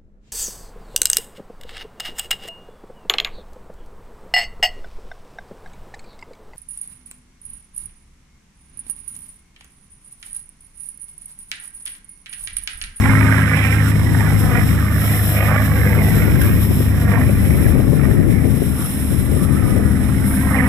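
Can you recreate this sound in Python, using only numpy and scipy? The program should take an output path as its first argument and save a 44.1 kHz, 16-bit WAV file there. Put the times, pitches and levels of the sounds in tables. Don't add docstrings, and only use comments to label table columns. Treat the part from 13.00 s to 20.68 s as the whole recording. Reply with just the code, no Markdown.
import sys
import numpy as np
from scipy import signal
from scipy.fft import rfft, irfft
from scipy.io import wavfile
from scipy.ndimage import uniform_filter1d, minimum_filter1d

SR = 44100
rng = np.random.default_rng(int(sys.argv[2]) if len(sys.argv) > 2 else 0)


def generate_wav(sig):
    pcm = np.round(np.clip(np.atleast_2d(sig).T, -1, 1) * 32767).astype(np.int16)
    wavfile.write(sys.argv[1], SR, pcm)


N = 338688
TIME = np.arange(N) / SR
BINS = np.maximum(np.arange(N // 2 + 1) * SR / N, 1)
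CYLINDERS = 6
AIR_EDGE_HZ = 2270

# time in seconds, four-stroke cycles per second.
ENGINE_SPEED = [(0.0, 17.55), (1.4, 17.22), (3.0, 17.2), (4.2, 17.05), (6.3, 17.22), (7.68, 17.42)]
def engine_cycles():
    return np.cumsum(in_time(ENGINE_SPEED)[0]) / SR


# time in seconds, level in dB.
FIRING_LEVEL = [(0.0, -17.5), (0.2, -13.5), (0.52, -20.5), (0.74, -15), (1.2, -17.5), (1.5, -21),
                (2.95, -17.5), (3.3, -20.5), (4.25, -20), (4.7, -27), (5.0, -42.5), (7.68, -26)]
# time in seconds, ninth order in dB, upper orders in dB.
OVERTONE_LEVELS = [(0.0, -20.5, -19), (1.2, -24, -25), (2.3, -29, -31.5), (2.95, -21.5, -23),
                   (3.6, -32, -29), (4.2, -46, -22), (5.6, -38, -26), (7.68, -53, -17)]
# multiple of the cycle rate, relative level in dB.
UPPER_ORDERS = [(8, -9.5), (11, -7), (12, -1.5), (14, -9), (15, 0.5), (16, -11.5), (18, -14.5), (30, -19.5)]
def drone(cycles):
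    ninth_db, upper_db = in_time(OVERTONE_LEVELS)
    firing = from_db(in_time(FIRING_LEVEL)[0] + 0.5) * tone(CYLINDERS * cycles, waver=.07, rate=3.0)
    ninth = from_db(ninth_db - 1.2) * tone(9 * cycles, waver=.3, rate=4.0)
    upper = sum(from_db(db) * tone(round(k) * cycles, waver=.42, rate=3.0) for k, db in UPPER_ORDERS)
    return firing + ninth + from_db(upper_db - 6.5) * upper


# time in seconds, level in dB.
EXHAUST_LEVEL = [(0.0, -26.5), (0.05, -16), (0.21, -17), (0.29, -16.5), (0.38, -16), (0.45, -19),
                 (0.54, -16), (0.74, -19), (1.0, -28.5), (1.28, -21), (1.38, -29), (1.48, -25.5),
                 (1.58, -16.5), (1.66, -29), (1.73, -26), (2.12, -25.5), (2.28, -31.5), (2.38, -21),
                 (2.57, -17), (2.67, -26), (2.87, -21), (3.12, -25.5), (3.21, -23.5), (3.34, -28),
                 (3.44, -24), (3.7, -35.5), (4.04, -29), (4.16, -19.5), (4.31, -32.5), (4.66, -28),
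                 (4.92, -38.5), (5.03, -27), (5.14, -32.5), (5.62, -38.5), (6.28, -38.5), (6.58, -31.5),
                 (7.19, -32), (7.46, -27), (7.57, -16.5), (7.68, -20.5)]
# frequency in Hz, left gain in dB, right gain in dB.
EXHAUST_COLOUR = [(393, -9.5, -9.5), (920, -12, -7.5), (1170, -9, -4), (1430, -15.5, -3.5),
                  (1950, -13.5, 0.5), (2364, -20.5, -3.5), (2790, -25, -14.5), (4300, -38, -28)]
# time in seconds, gain in dB.
RASP_TOP = [(0.3, -4.5), (0.65, 9.5), (0.95, -11), (3.3, -0.5), (7.68, -8.5)]
# time in seconds, level against the rasp in dB.
GROWL_LEVEL = [(1.27, -18), (1.47, -3.5), (1.7, -19), (2.3, -4), (2.57, -12), (3.0, -4.5), (3.5, -12.5),
               (4.1, -7), (5.05, -11), (7.6, -12.5)]
# frequency in Hz, phase lead of the left port in radians.
PORT_PHASE = [(1350, -.1), (1900, 1.4), (2600, 3), (9700, 7.9), (12500, 7.35)]
def exhaust(cycles, rasp_db, echo_db):
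    pulses = firings(cycles, rise_s=.0011, crack_s=.0027, puff_s=.0032, puff_db=4.5, misfire_db=1.5)
    swirl = from_db(-8.0 + .7 * TIME) * multipath(pulses, spread_s=.011, wander_s=.0005, count=3)
    carried = scintillate(pulses + swirl, patchy_db=2.0, rate=3.0, bands=10)
    heard = ground_echo(carried, echo_db)
    scatter = from_db(-12) * rng.standard_normal((2, N))
    colour = from_db(in_pitch(EXHAUST_COLOUR)) * left_lead(PORT_PHASE)
    ports = shaped(rms_one(heard) + scatter, colour)
    top = shaped(ports, above(AIR_EDGE_HZ, order=10) ** 2)
    ports = ports + top * (from_db(in_time(RASP_TOP)[0]) - 1)
    rasp = evened(shaped(ports, above(850) * below(3400, order=8)), 900, 2800)
    growl = evened(shaped(ports, below(700, order=6) * above(400)), 430, 850)
    growl = from_db(in_time(GROWL_LEVEL)[0]) * growl
    return from_db(in_time(EXHAUST_LEVEL)[0] + rasp_db) * (flared(rasp) + growl)


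def firings(cycles, rise_s, crack_s, puff_s, puff_db, misfire_db):
    firing = (CYLINDERS * cycles).astype(int)
    cylinder = firing % CYLINDERS
    age = np.arange(N) - np.searchsorted(firing, firing)
    cracks = rng.standard_normal((CYLINDERS, SR // 20))
    strength = from_db(1.47 * (-1) ** cylinder + misfire_db * rng.standard_normal(N)[firing])
    rise = 1 - np.exp(-age / SR / rise_s)
    crack = cracks[cylinder, age] * rise * np.exp(-age / SR / crack_s)
    puff = shaped(rng.standard_normal(N) * rise * np.exp(-age / SR / puff_s), above(1130, order=1))
    return strength * (rms_one(crack) + from_db(puff_db) * rms_one(puff))


def multipath(x, spread_s, wander_s, count):
    lags_s = [spread_s * (k - count // 2) / count + wander_s * drift(0.99) for k in range(count)]
    return sum(delayed(x, lag_s) for lag_s in lags_s)


def scintillate(x, patchy_db, rate, bands):
    edges_hz = np.linspace(0, AIR_EDGE_HZ, bands)[1:]
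    lows = [0] + [shaped(x, below(hz, order=10) ** 2) for hz in edges_hz] + [x]
    return sum((high - low) * from_db(patchy_db * drift(rate)) for low, high in zip(lows, lows[1:]))


# time in seconds, lag in seconds.
GROUND_LAG = [(0.08, .00102), (.33, .00062), (.72, .00046), (1.5, .00165), (2.45, .0016), (3.25, .00215),
              (3.55, .00165), (7.1, .0016), (7.5, .00102)]
def ground_echo(x, echo_db):
    dulled = shaped(x, below(1800, order=1))
    return x + from_db(echo_db) * delayed(dulled, in_time(GROUND_LAG)[0])


# centre in seconds, half-length in seconds, pitch in Hz, gain in dB.
FLARES = [(2.18, 0.034, 1920, 7.5), (3.24, .07, 1390, 5), (4.14, 0.066, 980, 6), (5.143, 0.11, 1220, -1),
          (5.38, .035, 2260, 16.5), (5.806, 0.032, 1240, 14), (6.5, .15, 1230, 6)]
def flared(rasp, width_hz=140):
    flares = 0
    for centre_s, width_s, hz, db in FLARES:
        band = shaped(rasp, np.exp(-.5 * ((BINS - hz) / width_hz) ** 2))
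        flares = flares + band * (from_db(db) - 1) * bell(centre_s, width_s)
    return rasp + flares


# time in seconds, level in dB.
WIND_LEFT = [(0.0, -15), (0.7, -26), (1.05, -14.5), (1.68, -11.5), (1.9, -23), (3.25, -12.5), (3.6, -13.5),
             (4.28, -11), (4.78, -10), (5.05, -11.5), (5.55, -7), (5.93, -16.5), (6.1, -10), (7.2, -10.5),
             (7.68, -17.5)]
# time in seconds, level in dB.
WIND_RIGHT = [(0.0, -27), (4.1, -18.5), (4.6, -21), (5.05, -26), (6.2, -27), (7.0, -45)]
# centre in seconds, relative peak level in dB.
BUFFETS = [(.965, -21), (1.738, -23), (3.174, -15), (3.281, -15.5), (3.712, -16), (3.805, -14.5),
           (4.298, -13.5), (4.515, -18.5), (4.755, -14.5), (4.8, -14.5), (4.933, -12), (5.091, -18),
           (5.203, -14), (5.453, -15.5), (5.623, -15), (6.125, -20), (6.323, -15.5), (6.367, -19),
           (6.771, -15.5), (6.797, -15.5)]
def wind(left_db, buffet_db, buffet_s, flutter_db, gusts_per_s):
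    swing_db = flutter_db * drift(gusts_per_s)
    gust_db = in_time(WIND_LEFT)[0] + swing_db
    left = eddies(lump_db=2.4, bright_lump_db=6.8)
    bright_db = 0.4 * (gust_db - gust_db.mean()) + 2.0
    left = left + shaped(left, above(300) ** 2) * (from_db(bright_db) - 1)
    thumps = from_db(buffet_db) * bumps(BUFFETS, width_s=buffet_s)
    slap = shaped(rng.standard_normal(N), above(210, order=2) * below(405))
    slap = slap / np.sqrt(uniform_filter1d(slap ** 2, size=300) + 1e-9)
    right = shaped(eddies(lump_db=2.0, bright_lump_db=3.5), below(230, order=1))
    return np.array([from_db(gust_db + left_db) * left + thumps * slap,
                     from_db(in_time(WIND_RIGHT)[0] + swing_db) * right])


# frequency in Hz, gain in dB.
WIND_COLOUR = [(15, -12), (25, -14), (45, -3), (75, -1.5), (120, 2.5), (200, -4.5), (300, -11.5),
               (420, -19), (600, -28), (900, -45)]
def eddies(lump_db, bright_lump_db):
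    colour = from_db(in_pitch(WIND_COLOUR)[0]) * below(960) * above(16)
    noise = rms_one(shaped(rng.standard_normal(N), colour))
    force = np.tanh(drift(21.0) / 8.9) * 1.04
    low, high = shaped(noise, below(298) ** 2), shaped(noise, above(292) ** 2)
    return rms_one(low * from_db(lump_db * force) + high * from_db(bright_lump_db * force - 2.0))


# multiple of the shaft rate, relative level in dB.
GENERATOR_ORDERS = [(3, -25.5), (6, -32), (8, -31.5), (12, -40.5)]
# time in seconds, level in dB.
GENERATOR_LEVEL = [(4.6, 0), (5.55, -7), (6.1, -4.5), (7.5, 0.5)]
def generator(shaft_hz):
    orders = sum(from_db(db) * tone(round(k) * shaft_hz * TIME, waver=.2, rate=3.0)
                 for k, db in GENERATOR_ORDERS)
    return from_db(in_time(GENERATOR_LEVEL)[0] + 2.5) * orders


# frequency in Hz, left gain in dB, right gain in dB.
HISS_COLOUR = [(2940, -0.5, -4), (4020, -4.5, -6.5), (4600, -34, -23), (5294, -4, -1.5), (6540, -24, -18),
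               (7710, -12, -3), (8470, 6.5, -11.5), (9360, 6.5, 0.5), (10050, 10, -2.5),
               (10770, 16.5, -3.5), (12350, 4.5, -5.5), (14900, -7, -7)]
# time in seconds, level in dB.
HISS_LEVEL = [(0.0, -34.5), (1.1, -34), (1.45, -29), (1.8, -32), (2.1, -25), (2.3, -23), (2.58, -32),
              (2.85, -27.5), (3.35, -31), (3.42, -26.5), (3.65, -25.5), (4.0, -34), (4.66, -30), (4.8, -37),
              (5.2, -38), (5.68, -32.5), (5.88, -28.5), (6.85, -34.5), (7.22, -35.5), (7.29, -24.5),
              (7.42, -31), (7.68, -31.5)]
# time in seconds, left minus right in dB.
HISS_PAN = [(0.0, -3), (2.25, 7), (4.5, 8), (5.1, 13), (6.0, 1.5)]
# time in seconds, relative lift in dB.
HISS_EDGE = [(0.3, -6), (2.3, 2.5), (3.65, 4), (4.5, -3.5), (6.4, -8)]
# centre in seconds, peak level in dB.
TICKS = [(3.418, -30.5)]
def hiss(top_db, shared, flicker_db, low_db, low_fade_db_per_s, low_follows):
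    common = shaped(rng.standard_normal(N), left_lead(PORT_PHASE))
    noise = np.sqrt(shared) * common + np.sqrt(1 - shared) * rng.standard_normal((2, N))
    noise = shaped(noise, from_db(in_pitch(HISS_COLOUR)) * above(890))
    noise = noise / np.std(in_band(noise, 9000, 14500), axis=-1, keepdims=True)
    lower = shaped(noise, below(8220, order=10) ** 2)
    middle = shaped(noise - lower, below(11630, order=12) ** 2)
    edge = noise - lower - middle
    edge_gain = from_db(in_time(HISS_EDGE) + [[13.5], [3]])
    top = (middle + edge_gain * edge) / np.sqrt((1 + edge_gain ** 2) / 2)
    level_db = in_time(HISS_LEVEL) + top_db + in_time(HISS_PAN) * [[.5], [-.5]]
    lower_db = low_db - low_fade_db_per_s * TIME + low_follows * (level_db - level_db.mean())
    ticks = bumps(TICKS, width_s=0.0053) * noise
    flicker = from_db(flicker_db * drift(12.0))
    return (from_db(level_db) * top + from_db(lower_db) * lower) * flicker + ticks


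# frequency in Hz, gain in dB.
AIRFIELD_COLOUR = [(25, -16), (70, 4), (130, -3.5), (260, 0.5), (420, -10.5), (850, -19), (1250, -24),
                   (2200, -23.5), (4000, -53)]
def airfield(level_db, side_db):
    mid, side = shaped(rng.standard_normal((2, N)), from_db(in_pitch(AIRFIELD_COLOUR)[0]) * below(4500))
    return from_db(level_db) * (rms_one(mid) + from_db(side_db) * rms_one(side) * [[1], [-1]])


def tone(turns, waver, rate):
    along, across = 1 + waver * drift(rate), waver * drift(rate)
    turns = turns + rng.random()
    phase = (2 * np.pi * (turns - np.floor(turns))).astype(np.float32)
    return (along * np.cos(phase) - across * np.sin(phase)) * np.sqrt(2 / (1 + 2 * waver ** 2))


def drift(rate):
    hop, settle = 40, 2000
    pole = np.exp(-2 * np.pi * hop * rate / SR)
    noise = rng.standard_normal(N // hop + settle + 2)
    slow = signal.lfilter([1], [1, -2 * pole, pole * pole], noise)[settle:]
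    return np.interp(np.arange(N) / hop, np.arange(len(slow)), rms_one(slow))


def bumps(rows, width_s):
    return sum(from_db(db) * bell(s, width_s * 2 ** rng.uniform(-0.61, 0.52)) for s, db in rows)


def bell(centre_s, width_s):
    return np.exp(-.5 * np.minimum(((TIME - centre_s) / width_s) ** 2, 60))


def evened(x, low_hz, high_hz):
    power = in_band(x[1], low_hz, high_hz) ** 2
    return x / np.sqrt(uniform_filter1d(uniform_filter1d(power, size=2600), size=2600))


def delayed(x, lag_s):
    return np.interp(TIME - lag_s, TIME, x, left=0)


def left_lead(rows):
    return np.exp(1j * in_pitch(rows) * [[1], [0]])


def shaped(x, gain):
    return irfft((rfft(x.astype(np.float32)) * gain).astype(np.complex64), N)


def in_band(x, low_hz, high_hz):
    return shaped(x, (BINS > low_hz) & (BINS < high_hz))


def below(hz, order=4):
    return 1 / np.sqrt(1 + (BINS / hz) ** (2 * order))


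def above(hz, order=4):
    return np.sqrt(1 - below(hz, order=order) ** 2)


def in_time(rows):
    seconds, *columns = np.transpose(rows)
    return np.array([np.interp(TIME, seconds, column) for column in columns])


def in_pitch(rows):
    hz, *columns = np.transpose(rows)
    return np.array([np.interp(np.log(BINS), np.log(hz), column) for column in columns])


def from_db(db):
    return 10 ** (np.asarray(db) / 20)


def rms_one(x):
    return x / np.sqrt(np.mean(x ** 2) + 1e-20)


def scene():
    cycles = engine_cycles()
    hum = (drone(cycles) + generator(shaft_hz=24.86)) * from_db([[.7], [0]])
    rasp = exhaust(cycles, rasp_db=-0.5, echo_db=-9.5)
    gusts = wind(left_db=-2.5, buffet_db=1.5, buffet_s=0.006, flutter_db=2.07, gusts_per_s=0.97)
    air = hiss(top_db=-1.2, shared=.64, flicker_db=1.6,
               low_db=-30, low_fade_db_per_s=0.84, low_follows=0.37)
    return hum + rasp + gusts + air + airfield(level_db=-29.0, side_db=-9.0)


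def record(dry):
    cutoff_hz, slope_hz = 14650, 150
    gain = minimum_filter1d(1 / np.maximum(np.abs(dry), 1), size=401, axis=-1)
    limited = dry * uniform_filter1d(gain, size=401, axis=-1)
    return .97 * shaped(limited, np.clip((cutoff_hz - BINS) / slope_hz + .5, 0, 1))


dry = scene()
out = record(dry)
generate_wav(out)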